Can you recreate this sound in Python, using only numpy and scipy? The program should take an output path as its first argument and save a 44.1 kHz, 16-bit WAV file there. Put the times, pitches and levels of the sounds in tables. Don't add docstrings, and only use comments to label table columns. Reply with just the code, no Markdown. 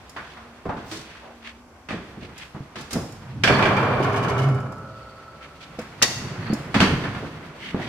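import sys
import numpy as np
from scipy import signal
from scipy.io import wavfile
from scipy.ndimage import uniform_filter1d

SR = 44100
rng = np.random.default_rng(int(sys.argv[2]) if len(sys.argv) > 2 else 0)


def to_wav(s):
    ch = np.atleast_2d(s).T
    pcm = np.round(np.clip(ch, -1, 1) * 32767)
    wavfile.write(sys.argv[1], SR, pcm.astype(np.int16))


N = 347534
TIME = np.arange(N) / SR
BANDS_HZ = 28 * 2 ** (np.arange(23) / 2.5)
BASS_HZ, MIDDLE_HZ = 170, 900

def from_db(db):
    return 10 ** (np.asarray(db) / 20)

def unit_power(x):
    return x / np.sqrt(np.mean(x ** 2) + 1e-20)

def at_hz(points, hz):
    points = np.array(points)
    return np.interp(np.log(hz), np.log(points[:, 0]), points[:, 1])

def bandpass(x, edges_hz, order=2):
    return signal.sosfilt(signal.butter(order, edges_hz, "band", fs=SR, output="sos"), x)

def even(x, span_s):
    power = np.mean(np.atleast_2d(x) ** 2, axis=0)
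    return x / np.sqrt(np.abs(uniform_filter1d(power, int(span_s * SR))) + 1e-12)

def drift(per_s):
    return np.interp(TIME * per_s, np.arange(N // 10), rng.standard_normal(N // 10))

def wavering(hz, waver_hz, per_s):
    return np.sin(2 * np.pi * np.cumsum(hz + waver_hz * drift(per_s)) / SR)

def swell(s, spread_s):
    return np.exp(-.5 * np.minimum(((TIME - s) / spread_s) ** 2, 100))

def stroke(start, end, rise, sag, fall):
    before, after = np.maximum(start - TIME, 0), np.maximum(TIME - end, 0)
    during = np.clip(TIME - start, 0, end - start)
    return from_db(-rise * before - sag * during - fall * after)

def add(out, s, sound):
    i = int(s * SR)
    out[..., i:i + sound.shape[-1]] += sound[..., :N - i]

def resonate(x, peaks):
    for hz, width, db in peaks:
        a, cos, g = np.pi * width / SR, np.cos(2 * np.pi * hz / SR), from_db(db / 2)
        x = signal.lfilter([1 + a * g, -2 * cos, 1 - a * g], [1 + a / g, -2 * cos, 1 - a / g], x + 1e-18)
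    return x

def hump(hz, octaves):
    shape = (1 + (np.log2(BANDS_HZ / hz) / octaves) ** 2 / 2) ** -2
    return shape / np.linalg.norm(shape)

# frequency in Hz, left-right correlation.
STEREO_LIKENESS = [(30, 0.89), (120, 1), (350, 0.93), (700, 0.78), (1400, 0.58), (2700, -0.0078),
                   (5000, -0.073), (12000, -0.23)]
def diffuse_bands():
    white, bank = rng.standard_normal((2, 2, N)), []
    half_band = np.sqrt(BANDS_HZ[1] / BANDS_HZ[0])
    for k, hz in enumerate(BANDS_HZ):
        mid, side = bandpass(white[k % 2], [hz / half_band, hz * half_band])
        alike = np.clip(at_hz(STEREO_LIKENESS, hz), -.99, .99)
        bank.append(unit_power(np.sqrt(1 + alike) * mid + np.sqrt(1 - alike) * side * [[1], [-1]]))
    return bank

def coloured(bank, spectrum):
    mix = sum(band * from_db(at_hz(spectrum, hz)) * np.sqrt(hz) for band, hz in zip(bank, BANDS_HZ))
    return unit_power(np.roll(mix, rng.integers(N), axis=1))

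# frequency in Hz, seconds to fall 60 dB.
HALL_DECAY = [(60, 0.86), (250, 0.71), (700, 0.69), (2000, 0.84), (5000, 0.74), (14000, 0.63)]
def blow(bank, band_gains, ring_s, room_db):
    t, out, start = TIME[:SR], 0, rng.integers(SR, N - SR)
    for band, hz, gain in zip(bank, BANDS_HZ, band_gains):
        t60 = ring_s * (hz / MIDDLE_HZ) ** -0.092
        crack = 1 + from_db(-12) * np.exp(-t / .005)
        body = from_db(-60 * t / t60) * crack * (1 - np.exp(-t / .0008))
        tail = from_db(room_db - 60 * t / at_hz(HALL_DECAY, hz)) * (1 - np.exp(-t * 100))
        sound = band[:, start:start + SR] * np.hypot(body, tail)
        attack_rms = np.sqrt(np.mean(sound[:, :SR // 30] ** 2))
        out = out + gain * sound / attack_rms
    return out

def contact_modes(count=7, strength_db=5, q=30):
    pitches = np.exp(rng.uniform(np.log(300), np.log(4000), size=count))
    return [(hz, hz / q, strength_db * (-1) ** k) for k, hz in enumerate(pitches)]

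def blows(bank, hits, ring_s, room_db, low_cut_hz, tilt_db, firm_hz=2000, rolloff_order=2.82):
    out = np.zeros((2, N))
    bass = np.interp(np.log(BANDS_HZ), np.log([BASS_HZ, MIDDLE_HZ]), [1, 0])
    tilt = from_db(tilt_db * np.log2(BANDS_HZ))
    low_cut = 1 / np.sqrt(1 + (low_cut_hz / BANDS_HZ) ** 4)
    for s, db, bass_db, hard_hz in hits:
        shape = tilt * np.sqrt(BANDS_HZ / (1 + (BANDS_HZ / hard_hz) ** (2 * rolloff_order)))
        weights = from_db(db + bass_db * bass) * shape / np.linalg.norm(shape) * low_cut
        damped_s = ring_s * min(hard_hz / firm_hz, 1) ** 0.57
        add(out, s, resonate(blow(bank, weights, damped_s, room_db), contact_modes()))
    return out

# frequency in Hz, relative density in dB.
AIR_COLOUR = [(15, -38), (25, -25), (64, 13), (166, -8.5), (223, 5.5), (405, -2), (1130, -2), (3520, -48),
              (4610, -16), (14400, -32), (16000, -50)]
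def air(bank):
    return from_db(-50.5) * coloured(bank, AIR_COLOUR)

# time in seconds, activity in dB.
STIR_CURVES = [
    [(0.0, -49), (0.25, -49), (0.69, -50.5), (0.81, -46.5), (1.69, -55.5), (1.92, -53), (2.08, -48),
     (2.65, -49), (2.9, -49), (3.4, -47.5)],
    [(5.0, -49.5), (5.66, -48.5), (6.26, -41.5), (6.8, -42.5), (6.92, -36), (7.02, -39.5), (7.24, -42.5),
     (7.41, -44), (7.67, -44.5), (7.88, -41)],
]
# frequency in Hz, relative density in dB.
RUSTLE_COLOUR = [(15, -44), (25, 5), (48, -16), (145, 5), (190, -3), (223, -3), (503, -11), (1440, -12.5),
                 (1890, -15), (2410, -12), (3920, -15), (7110, -28.5), (13600, -36.5), (16000, -50)]
# level in dB at usual activity, exponent on the activity.
STIR_LAYERS = [(-53.5, 2.7), (-49.5, 1.38), (-57, 1.16)]
def stir(bank, usual_db=-48.5, fade_s=0.9, flutter_db=2):
    noise, activity, out = coloured(bank, RUSTLE_COLOUR), 0, 0
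    for curve in STIR_CURVES:
        times, levels_db = np.transpose(curve)
        fade = np.clip(1 + np.minimum(TIME - times[0], times[-1] - TIME) / fade_s, 0, 1)
        activity += fade * from_db(np.interp(TIME, times, levels_db) - usual_db)
    for (db, exponent), edges_hz in zip(STIR_LAYERS, ([42, 400], [400, 2000], [2000, 17000])):
        rustle = unit_power(bandpass(noise, edges_hz, order=3))
        out += activity ** exponent * rustle * from_db(db + flutter_db * drift(30))
    return out

# start in seconds, relative level in dB.
PIVOT_TICKS = [(0.094, -47), (2.379, -45), (2.81, -45.5), (2.93, -30.5), (3.122, -48.5), (4.486, -51.5),
               (4.545, -53.5), (4.602, -55.5), (4.721, -54), (4.781, -61), (5.79, -46), (5.815, -52),
               (6.533, -38)]
# centre in Hz, width in Hz, gain in dB.
PIVOT_MODES = [(5120, 180, 12), (6900, 250, 7)]
def pivot_ticks(bank):
    out = np.zeros((2, N))
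    for s, db in PIVOT_TICKS:
        add(out, s, from_db(db - 4) * blow(bank, hump(6600, octaves=1), ring_s=0.072, room_db=-14))
    return resonate(out, PIVOT_MODES)

# start in seconds, relative level in dB, extra bass in dB,
# hardness as a roll-off point in Hz.
WOOD_HITS = [(.163, -29.5, -8, 2050), (.368, -38, -14, 1620), (.654, -25.5, 2, 830),
             (.691, -17, -20.5, 756), (0.768, -43.5, 16, 3500), (0.913, -31.5, 3.5, 5370),
             (1.15, -44, -28, 2220), (1.887, -30.5, 4, 2800), (1.905, -30, 9, 2450), (2.172, -36, 1.5, 340),
             (2.225, -38, 4.5, 400), (2.547, -39, 10, 1120), (2.756, -32, 5, 3400),
             (2.784, -39.5, -2, 4940), (2.907, -33, 4, 7100), (2.929, -33.5, 15.5, 3000),
             (2.955, -21, -1, 594), (5.787, -36.5, 1, 2410), (6.742, -16.5, 7, 2840), (6.802, -12, 3, 3270),
             (6.893, -21, -5, 450), (7.037, -27.5, 9, 2190), (7.148, -31.5, 2, 2100), (7.227, -30, -1, 690),
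             (7.744, -26, 1.5, 700), (7.791, -27.5, -6, 800)]
# centre in Hz, width in Hz, gain in dB.
WOOD_MODES = [(240, 177, 3), (444, 360, -3.5), (1170, 140, 1.5), (1440, 470, 1), (1706, 59, 3),
              (2860, 91, -17), (2870, 48, 19.5), (4600, 710, 1.5)]
def wood_knocks(bank):
    hits = blows(bank, WOOD_HITS, ring_s=0.36, room_db=-6.5, low_cut_hz=89.5, tilt_db=-0.58)
    return from_db(-2.5) * resonate(hits, WOOD_MODES)

# midpoint in seconds, spread in seconds, level in dB, centre in Hz.
SLIDES = [(.31, 0.057, -49.5, 2750), (.96, 0.055, -45, 5060), (1.12, 0.12, -48, 2400),
          (1.28, 0.044, -45, 666), (1.482, 0.03, -39.5, 2320), (2.241, 0.02, -43.5, 2480),
          (2.42, 0.044, -42.5, 2380), (5.44, 0.017, -43.5, 2270), (5.629, 0.017, -44.5, 2980),
          (6.48, 0.067, -37.5, 1560), (7.665, 0.043, -38, 2400), (7.87, 0.062, -38.5, 2540)]
def scuffs(bank, grain_db=2.5, room_db=-9, room_t60=0.53):
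    out = np.zeros((2, N))
    for s, spread, db, hz in SLIDES:
        near = slice(max(int((s - 4 * spread) * SR), 0), int((s + room_t60) * SR))
        hiss = sum(gain * band[:, near] for gain, band in zip(hump(hz, octaves=0.8), bank))
        t = TIME[near] - s
        tail = (t > 0) * from_db(room_db - 60 * np.abs(t) / room_t60)
        out[:, near] += from_db(db) * hiss * np.maximum(swell(s, spread)[near], tail)
    return out * from_db(grain_db * drift(200))

# midpoint in seconds, spread in seconds, level in dB.
HUM_SWELLS = [(.48, .09, -49.5), (1.3, 0.13, -55), (1.6, .11, -51.5)]
def hum(hz=234, flutter_db=3):
    level = sum(from_db(db) * swell(s, spread) for s, spread, db in HUM_SWELLS)
    tone = np.sqrt(2) * wavering(hz, waver_hz=6, per_s=28.13)
    return level * tone * from_db(flutter_db * drift(12.7))

# start in seconds, level in dB, pitch in Hz,
# seconds to fall 60 dB.
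BOARD_THUDS = [(0.69, -19.5, 113, 0.048), (0.769, -26, 282, 0.064), (.915, -32.5, 323, 0.43),
               (2.547, -25.5, 152, 0.085), (2.606, -24.5, 140, .09), (2.956, -23, 179, 0.25),
               (4.002, -9, 370, 0.035), (5.786, -28.5, 224, 0.16), (5.788, -23, 494, 0.085),
               (6.501, -11.5, 211, 0.074), (6.529, -10.5, 222, 0.079), (6.751, -11.5, 208.7, 0.26),
               (6.811, -13.5, 191, 0.26), (7.226, -22, 438, 0.05), (7.745, -9.5, 204, 0.04)]
def board_thuds(bank, overtone_ratio=1.3):
    out, t = np.zeros((2, N)), TIME[:SR // 2]
    for s, db, hz, t60 in BOARD_THUDS:
        phase = 2 * np.pi * hz * t
        modes = np.sin(phase) + from_db(-6) * np.sin(overtone_ratio * phase)
        add(out, s, modes * from_db(db - 60 * t / t60) * (1 - np.exp(-t / .0008)))
        tap = blow(bank, hump(1.66 * hz, octaves=0.99), ring_s=1.5 * t60, room_db=-13)
        add(out, s, from_db(db - 21) * tap)
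    return out

# midpoint in seconds, spread in seconds, relative level in dB, pitch in Hz,
# glide in Hz per second.
HINGE_SQUEAKS = [(.88, .02, -58, 14600, -3000), (3.56, 0.044, -31, 4440, -1), (5.1, 0.31, -59, 4480, -2.5),
                 (6.51, 0.05, -41, 4420, -500), (7.665, 0.049, -36, 2090, -500),
                 (7.675, 0.045, -40, 2950, -500), (7.825, .03, -36.5, 1970, -6)]
def hinge_squeaks(roughness=0.05):
    out = np.zeros((2, N))
    for s, spread, db, hz, glide in HINGE_SQUEAKS:
        pitch = hz + glide * np.clip(TIME - s, -1, 1)
        rub = np.array([wavering(pitch, roughness * hz, per_s=400) * drift(300) for side in range(2)])
        out += from_db(db) * swell(s, spread) * rub
    return out

# start in seconds, relative level in dB, extra bass in dB, hardness in Hz.
HOOK_HITS = [(3.436, -10.5, -10.5, 3800), (3.474, -11.5, -6, 2860), (3.498, -15, 2, 274),
             (3.624, -17, -25, 2750), (3.654, -14.5, -5, 2160), (3.766, -20, -5, 2300)]
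# centre in Hz, width in Hz, gain in dB.
HOOK_MODES = [(1000, 500, -4), (1590, 70, 9), (1734, 40, 7), (2360, 150, 9), (3074, 120, 3), (3402, 130, 4),
              (4000, 500, -4), (5233, 300, 5)]
def hook_twangs(bank):
    hits = blows(bank, HOOK_HITS, ring_s=0.17, room_db=-10, low_cut_hz=80, tilt_db=-1.5)
    return from_db(-4) * resonate(hits, HOOK_MODES) * from_db([[-1], [1]])

# start in seconds, end in seconds, level in dB.
PANEL_PUSHES = [(3.468, 4.547, -24), (6.21, 6.5, -35.5)]
def panel_groan(bank, hz=131, jitter=0.0423, lock_db=10):
    phase = 2 * np.pi * np.cumsum(hz * (1 + jitter * drift(30))) / SR
    tone = unit_power(np.sin(phase) + from_db(-19.5) * np.sin(2 * phase))
    locked = swell(4.49, spread_s=0.074)
    rumble = coloured(bank, [(25, -41), (55, -11.5), (85, -12.5), (115, 5.5), (160, -6), (240, -8),
                             (600, -72.5), (2000, -100)])
    shudder = (from_db(-4) + locked) * tone + (1 - 0.74 * locked) * even(rumble, span_s=0.076)
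    effort = sum(from_db(db) * stroke(start, end, rise=79, sag=2.5, fall=45)
                 for start, end, db in PANEL_PUSHES)
    return effort * from_db(lock_db * locked) * even(shudder, span_s=0.27)

# frequency in Hz, relative density in dB.
WIRE_COLOUR = [(150, -5.5), (200, 10.5), (500, -11.5), (1000, -10), (1700, -14.5), (2350, -15),
               (2900, -17.5), (4800, -30.5), (7000, -38.5), (10000, -43.5), (15500, -46)]
# centre in Hz, width in Hz, gain in dB.
COIL_MODES = [(402, 12, 11), (483, 35, 5), (641, 55, 5), (1114, 25, 6), (1230, 50, 3), (1660, 140, 3),
              (2350, 110, 8), (4559, 200, 6)]
# opening level in dB, sag in dB per second as the pull
# slows, fall in dB per second once it stops.
RATTLE_LAYERS = [(-25.5, 7, 36.5), (-18, 7, 47), (-25, 13, 59)]
def spring_rattle(bank, pull_s=(3.5, 4.41), slips_per_s=45, spread_db=4, hiss_db=-9):
    t, wire, out = TIME[:SR // 3], 0, 0
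    for hz, (side, detune, cycles) in zip(np.geomspace(150, 15500, 600), rng.standard_normal((600, 3))):
        apart = np.arccos(at_hz(STEREO_LIKENESS, hz)) * np.sign(side) / 2
        phase = 2 * np.pi * (hz * (1 + .003 * detune) * t + cycles) + np.array([[apart], [-apart]])
        t60 = np.sqrt(MIDDLE_HZ / hz)
        wire += np.sqrt(hz) * from_db(at_hz(WIRE_COLOUR, hz) - 60 * t / t60) * np.sin(phase)
    slips = (rng.random(N) < slips_per_s / SR) * from_db(spread_db * rng.standard_normal(N).clip(-2, 2))
    ringing = even(signal.fftconvolve(slips[None], wire, axes=1)[:, :N], span_s=0.037)
    rattle = resonate(ringing + from_db(hiss_db) * coloured(bank, WIRE_COLOUR), COIL_MODES)
    for (db, sag, fall), edges_hz in zip(RATTLE_LAYERS, ([170, 450], [450, 1500], [1500, 17000])):
        layer = even(bandpass(rattle, edges_hz, order=4), span_s=0.09)
        out += from_db(db) * stroke(*pull_s, rise=500, sag=sag, fall=fall) * layer
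    return out

# start in seconds, relative level in dB.
HOOK_RASPS = [(4.0275, -38), (4.1232, -43), (4.158, -37.5), (4.2254, -40), (4.2837, -37), (4.3777, -38),
              (4.4194, -41)]
# centre in Hz, width in Hz, gain in dB.
EYE_MODES = [(2190, 110, 24), (2950, 210, 18), (3700, 100, 1), (4990, 150, 7), (6360, 160, 8),
             (7260, 170, -6), (10400, 400, -3)]
def hook_rasps(bank, slip_s=.006, weaker_db=0.5):
    out = np.zeros((2, N))
    for s, db in HOOK_RASPS:
        for k, delay in enumerate(np.cumsum(slip_s * rng.uniform(0.54, 1.4, size=4))):
            slip = blow(bank, hump(4200, octaves=1.17), ring_s=0.08, room_db=-14)
            add(out, s + delay - slip_s, from_db(db - 9 - k * weaker_db) * slip)
    return resonate(out, EYE_MODES)

# pitch in Hz, relative level in dB.
WIRE_PARTIALS = [(528, 2.5), (587, -2), (646, -1), (1265, 0), (1314, 3), (1331, 9), (1410, -3), (1459, -2)]
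# start in seconds, boost in dB.
COIL_NUDGES = [(4.86, 3), (5.07, 3), (5.28, 7.5), (5.41, 8)]
def spring_ring(level_db=-35.5, nudge_s=0.021):
    tone = sum(from_db(db + 2 * drift(23)) * wavering(hz, waver_hz=10, per_s=90)
               for hz, db in WIRE_PARTIALS)
    revived_db = sum(db * (TIME > s) * np.exp(-np.abs(TIME - s) / nudge_s) for s, db in COIL_NUDGES)
    envelope = stroke(4.32, 5.85, rise=90, sag=13.5, fall=70)
    return from_db(level_db + revived_db) * envelope * even(tone, span_s=0.17)

# start in seconds, relative level in dB, extra bass in dB, hardness in Hz.
CATCH_HITS = [(6.017, -22, -32, 1400), (6.023, -12, 10, 6350), (6.03, -19, 5, 4000)]
# centre in Hz, width in Hz, gain in dB.
CATCH_MODES = [(1923, 98, 11), (2758, 54, 13.5), (3080, 140, 1.5), (3710, 100, 8.5), (4570, 210, 12),
               (5520, 650, 6), (6530, 500, 8), (8060, 95, -9)]
def catch_snap(bank):
    hits = blows(bank, CATCH_HITS, ring_s=0.1, room_db=-16.5, low_cut_hz=152, tilt_db=1.5)
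    return from_db(-5) * resonate(hits, CATCH_MODES) * from_db([[.8], [-.8]])

def scene():
    bank = diffuse_bands()
    wood = wood_knocks(bank)
    metal = hook_twangs(bank) + catch_snap(bank) + from_db(-2.5) * spring_rattle(bank) + spring_ring()
    panel = from_db(-1.06) * panel_groan(bank)
    fittings = pivot_ticks(bank) + hook_rasps(bank) + hinge_squeaks()
    people = board_thuds(bank) + scuffs(bank) + stir(bank)
    return (wood + metal + panel + fittings + people) * from_db([[-.55], [.55]]) + hum() + air(bank)

def record(dry, cutoff_hz=15900):
    lowpass = signal.ellip(10, .1, 70, cutoff_hz, fs=SR, output="sos")
    return signal.sosfilt(lowpass, np.clip(dry, -1, 1))

dry = scene()
out = record(dry)
to_wav(out)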